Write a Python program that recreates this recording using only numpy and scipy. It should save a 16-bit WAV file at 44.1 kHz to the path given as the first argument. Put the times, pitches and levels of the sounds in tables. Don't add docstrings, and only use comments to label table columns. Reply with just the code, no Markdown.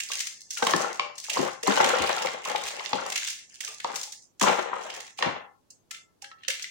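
import sys
import numpy as np
from scipy import signal
from scipy.io import wavfile
from scipy.ndimage import uniform_filter1d

SR = 44100
rng = np.random.default_rng(int(sys.argv[2]) if len(sys.argv) > 2 else 0)


def wav_out(sig):
    wavfile.write(sys.argv[1], SR, np.round(np.clip(np.atleast_2d(sig).T, -1, 1) * 32767).astype(np.int16))


N = 295470

# time_s, level_db (before side and layer gains), treble_share (0-1), ring_hz
CRACKS = [(0.0024, -16, 0.73, 2160), (0.1176, -17, 0.68, 5300), (0.205, -15.5, .9, 6400),
          (0.271, -20, 0.85, 5380), (0.508, -22, 0.99, 5240), (0.573, -20, 0.7, 1400),
          (0.627, -15, 0.17, 1540), (0.669, -10.5, 0.59, 6350), (0.736, -14, 0, 1730),
          (0.9961, -13, 0.03, 2300), (1.1817, -26, 0.98, 5140), (1.2994, -14, 0.74, 2780),
          (1.3335, -22, 0.93, 6640), (1.632, -19.5, 0.83, 1800), (1.674, -18, 0.98, 2345),
          (1.774, -16.5, 0, 1540), (1.845, -14, 0.48, 1610), (1.978, -45.5, .3, 2140),
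          (2.2712, -19, 0.17, 2170), (2.452, -22.5, 0.7, 2440), (2.56, -15.5, 0.45, 2280),
          (2.635, -27.5, .7, 2100), (2.7954, -25, 0.07, 2070), (2.8604, -22.5, 0, 4260),
          (2.932, -13.5, 0.16, 4300), (3.1227, -19, 0.71, 2150), (3.159, -13.5, 0.77, 2860),
          (3.1777, -16.5, 0.75, 2360), (3.232, -22.5, 0, 5000), (3.2807, -29.5, 0.05, 3380),
          (3.3013, -23, 1, 6220), (3.607, -20, 0.8, 5990), (3.677, -26.5, 0.4, 2700),
          (3.802, -25, 0.54, 1750), (3.845, -18.5, 0, 4500), (3.9586, -19, 0.93, 6700),
          (4.033, -23, 0.99, 7600), (4.123, -27.5, 0.97, 5210), (4.4135, -10.5, 0.72, 1660),
          (4.484, -16.5, 0.5, 1410), (4.902, -25, .1, 3100), (5.188, -24.5, 0.14, 2500),
          (5.2251, -12, 0, 1847), (5.261, -24.5, .1, 2300), (5.7056, -35.5, 0.95, 2780),
          (5.911, -23, 0.82, 2130), (5.947, -29, 0.53, 3230), (5.967, -35.5, 0.52, 4400),
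          (6.222, -30.5, 0.86, 2680), (6.2438, -30, 0.5, 1640), (6.316, -37, 0.28, 1910),
          (6.4353, -34.5, 0.52, 1840), (6.449, -37.5, 0.26, 1700), (6.483, -11, 0.7, 3780),
          (6.503, -15, 0.68, 1740), (6.625, -24.5, 1, 5460), (6.6425, -24, 0, 1980)]
# frequency_hz, relative_level_db
CLAY_SPECTRUM = [(400, -23), (900, -18), (1400, -4), (2000, 5.5), (2800, 8.5), (5000, 7), (6400, 7.5),
                 (9000, -3.5), (13000, -18), (14200, -14.5), (15500, -11)]
RING_FULL_HZ = 3120

# start_s, swell_s, hold_s, level_db, treble_share (0-1)
SQUEEZES = [(0.0, 0.0026, 0.032, -41, 1), (0.068, 0.022, 0.11, -34, 0.9), (0.374, 0.01, 0.053, -45, 1),
            (0.506, 0.023, 0.14, -36.5, 0.97), (0.554, 0.19, 0.065, -31, 0.98),
            (1.155, 0.045, 0.08, -42.5, 1), (1.228, 0.14, 0.012, -31, 0.82),
            (1.652, 0.014, 0.59, -30.5, 0.71), (2.416, 0.017, 0.55, -38.5, 0.77),
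            (2.936, 0.016, 0.31, -41.5, 0.93), (3.039, 0.15, 0.063, -31.5, 0.84),
            (3.489, 0.021, 0.038, -48.5, 0.93), (3.605, 0.0099, 0.024, -34, 0.95),
            (3.803, 0.085, 0.2, -42.5, 0.92), (4.396, 0.034, 0.011, -26, 0.92),
            (4.691, 0.17, 0.15, -45, 0.77), (5.165, 0.012, 0.032, -44, 0.8),
            (6.36, 0.023, 0.021, -61.5, 0.4), (6.493, 0.016, 0.013, -39.5, 0.6)]
SQUEEZE_SWELL_DB, SQUEEZE_SAG_DB_PER_S, SQUEEZE_FADE_DB_PER_S = 14.5, 8, 126.5

# time_s, peak_db (before the room), weight_db (bass share), chunk_hz
LANDINGS = [(0.101, -31.5, -33, 1130), (0.623, -10, -19.5, 896), (0.668, -14, -16, 1080),
            (0.736, -10, -6.5, 1090), (0.995, -16.5, -80.5, 1088), (1.283, -33.5, -60, 870),
            (1.37, -10, -17.5, 1052), (1.389, -17.5, 4, 810), (1.427, -19, -20, 438),
            (1.633, -27, -29, 526), (1.678, -12, -4, 1060), (1.773, -9.5, -41, 880),
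            (1.802, -5, -30.5, 840), (1.848, -13, -11, 850), (1.998, -25, 0.5, 730),
            (2.089, -28, -39, 1040), (2.247, -17.5, -24, 904), (2.457, -21, -46, 1066),
            (2.548, -16.5, -45, 876), (2.806, -24.5, -48.5, 1080), (2.93, -15, -12, 910),
            (3.061, -22, -38, 1080), (3.679, -38, -40, 1196), (3.846, -15, -56, 960),
            (3.935, -33, -48, 1220), (4.072, -46.5, -54, 840), (4.414, -11.5, -4, 1034),
            (4.439, -12.5, -26, 1033), (4.479, -21.5, 11, 1050), (4.731, -14.5, -33, 1013),
            (5.188, -26.5, -34, 849), (5.226, -14, -38, 1015), (5.258, -21, 4.5, 726),
            (5.913, -46.5, -56, 1338), (6.223, -42.5, -55, 814), (6.314, -41.5, -41, 1303),
            (6.484, -33.5, -50, 522)]
# frequency_hz (before detuning), relative_level_db, t60_s
BASIN_MODES = [(195.7, -7, 0.12), (255, -5.5, 0.067), (366, -4.5, 0.053), (511, -1, 0.072),
               (566.5, -17, 0.38), (814, -3, 0.034), (1130, 10.5, 0.009), (1440, -1, 0.0079),
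               (1983, -10, 0.054)]

# start_s, swell_s, hold_s, level_db
SLIDES = [(.09, 0.013, 0.019, -52.5), (.59, 0.13, 0.14, -31.5), (1.0, 0.012, 0.015, -43.5),
          (1.3, 0.1, 0.04, -34.5), (1.65, 0.021, 0.23, -30), (1.77, 0.029, 0.59, -26),
          (2.44, 0.02, 0.71, -37.5), (2.93, 0.027, 0.12, -39.5), (3.61, 0.0053, 0.11, -60),
          (3.85, 0.035, 0.022, -41.5), (4.4, 0.036, 0.12, -25.5), (4.62, 0.027, 0.31, -40),
          (5.19, 0.05, 0.0082, -28.5)]
SLIDE_SWELL_DB, SLIDE_SAG_DB_PER_S, SLIDE_FADE_DB_PER_S = 20, 29.5, 151
# frequency_hz, relative_level_db
HEAP_SPECTRUM = [(40, -38.5), (124, -23.5), (193, -16.5), (314, -15), (490, -1), (637, -2.5), (828, -1),
                 (1270, -9), (2200, -9), (4000, -18), (6500, -58.5), (11000, -120)]

# time_s, envelope_peak_db, pitch_hz
ROCKS = [(1.999, -40.5, 78), (2.63, -55, 55.3), (5.258, -40.5, 95.7)]
ROCK_S = 0.012

# frequency_hz, t60_s (before the air in the basin lengthens it)
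ROOM_DECAY = [(150, 0.35), (500, 0.23), (1200, 0.36), (3000, 0.42), (7000, 0.43), (14000, 0.33)]
# frequency_hz, width_hz
BOWL_AIR = [(800, 60), (1050, 33), (1350, 50), (1770, 45), (2070, 40), (2680, 45), (3260, 15)]
TAIL_TURN_S = 0.7

# frequency_hz, left_minus_right_db
PORT_BALANCE = [(60, -4.5), (180, 10), (550, 8), (1650, 3), (4970, -1.5), (15000, 1)]
# frequency_hz, power_db
SUPPRESSOR_THRESHOLD = [(200, -88.5), (1000, -81.5), (3000, -69.0), (10000, -85)]
# frequency_hz, relative_level_db
HISS_SPECTRUM = [(30, -18.5), (100, -7.5), (300, -9), (900, -18), (2000, -28.5), (6000, -28.5),
                 (12000, -35)]
HISS_DB = -69.5
HUM_HZ, HUM_DB = 100, -84
LEFT_LAG = 43
EDGE_HZ = 16100


def amp(db):
    return 10 ** (np.asarray(db) / 20)


def evened(x):
    return x / np.sqrt(np.mean(x ** 2) + 1e-20)


def read(points, hz):
    f, value = np.transpose(points)
    return np.interp(np.log(hz + 1), np.log(f + 1), value)


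def colour(x, points, order=0):
    hz = abs(np.fft.fftfreq(4096, 1 / SR))
    split = 1 / (1 + ((hz + 1) / 4500) ** -float(order))
    log_gain = np.log(amp(read(points, hz)) * np.sqrt(split) + 1e-5)
    response = np.exp(np.conj(signal.hilbert(log_gain)))
    taps = np.fft.ifft(response).real[None, :2048]
    return signal.oaconvolve(x, taps / np.linalg.norm(taps), axes=1)[:, :N]


def pair(shared):
    a, b = rng.standard_normal((2, N))
    shared = np.clip(shared, 0, 1)
    return np.array([a, shared * a + np.sqrt(1 - shared ** 2) * b])


def grains(per_s, spread_db, length_s, clump_db):
    drift = evened(uniform_filter1d(rng.standard_normal(N), size=600))
    clumps = amp(clump_db * drift)
    size = amp(spread_db * np.minimum(rng.exponential(1, N), 3.))
    size *= rng.random(N) < per_s / SR * clumps / clumps.mean()
    side = amp(np.outer([1, -1], 2.0 * rng.standard_normal(N)))
    fade = [1, -np.exp(-1 / (length_s * SR))]
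    once = signal.lfilter([1], fade, size * side)
    return evened(signal.lfilter([1], fade, once))


def spells(rows, swell_db, sag_db_per_s, fade_db_per_s, share=1):
    start, swell, hold, db = np.transpose(rows)[:4, :, None]
    t = np.arange(0, N + 32, 32) / SR - start
    rising = np.clip(1 - t / np.maximum(swell, .003), 0, 1)
    lasting = np.clip(t - swell, 0, hold)
    fading = np.maximum(t - swell - hold, 0)
    level_db = db - swell_db * rising - sag_db_per_s * lasting - fade_db_per_s * fading
    gain = share * (t >= 0) * amp(level_db)
    total = np.sqrt((gain ** 2).sum(0))
    return np.interp(np.arange(N) / 32, np.arange(t.shape[1]), total)


def rung(x, resonances, ring_db, change_db):
    out = x.copy()
    for hz, width in resonances:
        drift = evened(uniform_filter1d(rng.standard_normal(N), size=400))
        struck = x * amp(change_db * drift + ring_db)
        out += signal.lfilter(*signal.iirpeak(hz, hz / width, SR), struck)
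    return out


def chips(level, per_s, low_hz, high_hz, cycles, spread_db, count=24):
    size = amp(spread_db * np.minimum(rng.exponential(1, N), 3.))
    size *= rng.random(N) < per_s / SR
    side = amp(np.outer([1, -1], 1.0 * rng.standard_normal(N)))
    piece = rng.integers(0, count, N)
    out, t = np.zeros((2, N)), np.arange(2048) / SR
    for k, hz in enumerate(np.geomspace(low_hz, high_hz, count)):
        turns = hz * t
        phase = 2 * np.pi * (turns + rng.random((2, 1)))
        knock = turns * np.exp(-turns / cycles) * np.sin(phase)
        blows = size * side * (piece == k)
        out += signal.oaconvolve(blows, knock / np.linalg.norm(knock), axes=1)[:, :N]
    return level * evened(out)


def clay(body, treble):
    return colour(body, CLAY_SPECTRUM, order=-6) + colour(treble, CLAY_SPECTRUM, order=6)


def cracks():
    body, treble, ring = np.zeros((3, 2, N + SR))
    splinters = pair(0.05)
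    sides = 2 * rng.standard_normal(len(CRACKS))
    t, turns = np.arange(2500) / SR, rng.random((len(CRACKS), 2, 1))
    for (s, db, share, hz), side_db, turn in zip(CRACKS, sides, turns):
        share = np.clip(share, 0, 1)
        length = 0.001107 + 0.0029 * share
        u = t / length
        at = max(round((s - 1.05 * length) * SR), 0)
        span = slice(at, at + len(u))
        noise = splinters[:, min(at, N - len(u)):][:, :len(u)]
        burst = u ** 1.98 * np.exp(-1.6 * u) * noise
        burst *= np.sqrt(length * SR) / np.linalg.norm(burst, axis=1)[:, None]
        burst *= amp(db + np.array([[side_db], [-side_db]]))
        body[:, span] += burst * np.sqrt(1.02 - share ** 2)
        treble[:, span] += burst * share
        envelope = (1 - np.exp(-t / 0.0013)) * np.exp(-hz * t / 5.6)
        strength = amp(db) * min(1, (RING_FULL_HZ / hz) ** 2) * (1.1 - share)
        ring[:, span] += strength * envelope * np.sin(2 * np.pi * (hz * t + turn))
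    return amp(-4.5) * clay(body[:, :N], treble[:, :N]) + amp(2.0) * ring[:, :N]


def grinding():
    share = np.clip(np.array(SQUEEZES)[:, -1:], 0, 1)
    shape = SQUEEZE_SWELL_DB, SQUEEZE_SAG_DB_PER_S, SQUEEZE_FADE_DB_PER_S
    body = spells(SQUEEZES, *shape, np.sqrt(1.02 - share ** 2))
    treble = spells(SQUEEZES, *shape, share)
    drive = grains(per_s=300.0, spread_db=8.0, length_s=0.0012, clump_db=3.5) * pair(0.066)
    loose = chips(body, 160., 1630.0, 7110.0, cycles=1.5, spread_db=1.3)
    return clay(drive * body, drive * treble) + amp(-2.0) * loose


def landings():
    hz, mode_db, t60 = np.transpose(BASIN_MODES)[:, :, None]
    t, out = np.arange(SR // 5) / SR, np.zeros((2, N + SR))
    spots = rng.standard_normal((len(LANDINGS), 2, len(BASIN_MODES), 1))
    band = signal.butter(4, [150., 520.], "band", fs=SR, output="sos")
    thuds = evened(signal.sosfilt(band, rng.standard_normal((len(LANDINGS), len(t)))))
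    for (s, db, weight_db, chunk_hz), (apart, detune), thud in zip(LANDINGS, spots, thuds):
        favour_db = np.where(hz < 450, weight_db, -14. * abs(np.log2(hz / chunk_hz)))
        modes = amp(mode_db + favour_db - 60 * t / t60) * (1 - np.exp(-t * hz / 0.77)) ** 2
        detuned_hz = hz * (1 + (0.024 + 7.2 / hz) * detune)
        modes = modes * np.sin(2 * np.pi * detuned_hz * t)
        rings_s = 0.025 * (1 + .4 * max(-29.0 - db, 0))
        chunk = amp(-0.5 - 60 * t / rings_s) * (1 - np.exp(-t * chunk_hz / 1.1)) ** 2
        chunk = chunk * np.sin(2 * np.pi * chunk_hz * t)
        chunk = chunk + amp(weight_db - 6.5 - 60 * t / 0.15) * np.minimum(t / 0.0033, 1) * thud
        blow = np.array([chunk + (modes * amp(4.5 * side * apart)).sum(0) for side in (1, -1)])
        out[:, round(s * SR):][:, :len(t)] += amp(db) * blow / abs(blow).max()
    return out[:, :N]


def rubble():
    level = spells(SLIDES, SLIDE_SWELL_DB, SLIDE_SAG_DB_PER_S, SLIDE_FADE_DB_PER_S)
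    drive = grains(per_s=940.0, spread_db=8.5, length_s=0.0034, clump_db=1.5) * pair(0.37)
    taps = level * colour(drive, HEAP_SPECTRUM)
    resonances = [(hz, 3.24 / t60) for hz, _, t60 in BASIN_MODES]
    loose = chips(level, 83.0, 414.0, 2094.0, cycles=2.2, spread_db=11.0)
    return rung(taps, resonances, ring_db=-8.0, change_db=5.0) + amp(-6.5) * loose


def rocks():
    t, out = np.arange(SR // 4) / SR, np.zeros(N)
    for s, db, hz in ROCKS:
        envelope = np.e * t / ROCK_S * np.exp(-t / ROCK_S)
        out[round(s * SR):][:len(t)] += amp(db) * envelope * np.sin(2 * np.pi * hz * t)
    return out


def room(x, count=3):
    hz, t, _ = signal.stft(np.zeros(SR), SR, nperseg=1024)
    out, turn = np.zeros((2, N)), np.pi * np.arange(N) / SR / TAIL_TURN_S
    for k in range(count):
        taps = np.zeros((2, SR))
        at = np.arange(200, SR - 20, 20) + rng.integers(0, 20, (2, (SR - 201) // 20))
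        np.put_along_axis(taps, at, rng.choice([-1., 1.], at.shape), 1)
        z = signal.stft(taps, SR, nperseg=1024)[2]
        held = sum(rng.uniform(.3, 1) * np.exp(-((hz - f) / width) ** 2) for f, width in BOWL_AIR)
        held = held[:, None]
        uneven_db = 1.5 * rng.standard_normal(z.shape[:2] + (1,))
        t60 = read(ROOM_DECAY, hz)[:, None] * (1 + .45 * held)
        tail = z * amp(3.5 * held + uneven_db - 60 * t / t60)
        tail = signal.istft(tail, SR, nperseg=1024)[1][:, :SR // 2]
        tail = tail * (np.arange(SR // 2) > 200)
        share = np.sqrt(2 / count) * np.cos(turn + np.pi * k / count)
        out += signal.fftconvolve(x * share, tail / np.linalg.norm(tail[0]), axes=1)[:, :N]
    return out


def hiss_and_hum():
    hum = amp(HUM_DB) * np.sin(2 * np.pi * HUM_HZ * np.arange(N) / SR)
    return hum + amp(HISS_DB) * colour(pair(0.037), HISS_SPECTRUM)


def scene():
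    near = cracks() + grinding() + landings() + rubble() + rocks()
    return near + amp(-4.0) * room(near)


def record(dry):
    hz, _, z = signal.stft(dry, SR, nperseg=1024, noverlap=768)
    z = z * amp(np.outer([.5, -.5], read(PORT_BALANCE, hz)))[:, :, None]
    power_db = 10 * np.log10(uniform_filter1d(abs(z) ** 2, size=6, axis=2) + 1e-20)
    under_db = np.clip(read(SUPPRESSOR_THRESHOLD, hz)[:, None] - power_db, 0, 12.)
    z = z * amp(-1.8 * under_db)
    heard = signal.istft(z, SR, nperseg=1024, noverlap=768)[1][:, :N]
    heard = signal.sosfilt(signal.butter(2, 70., "high", fs=SR, output="sos"), heard)
    heard[0] = np.r_[np.zeros(LEFT_LAG), heard[0, :-LEFT_LAG]]
    heard = heard + hiss_and_hum()
    band_limit = signal.firwin(511, EDGE_HZ, window=("kaiser", 9), fs=SR)
    return signal.oaconvolve(heard, band_limit[None], "same")


dry = scene()
out = record(dry)
wav_out(out)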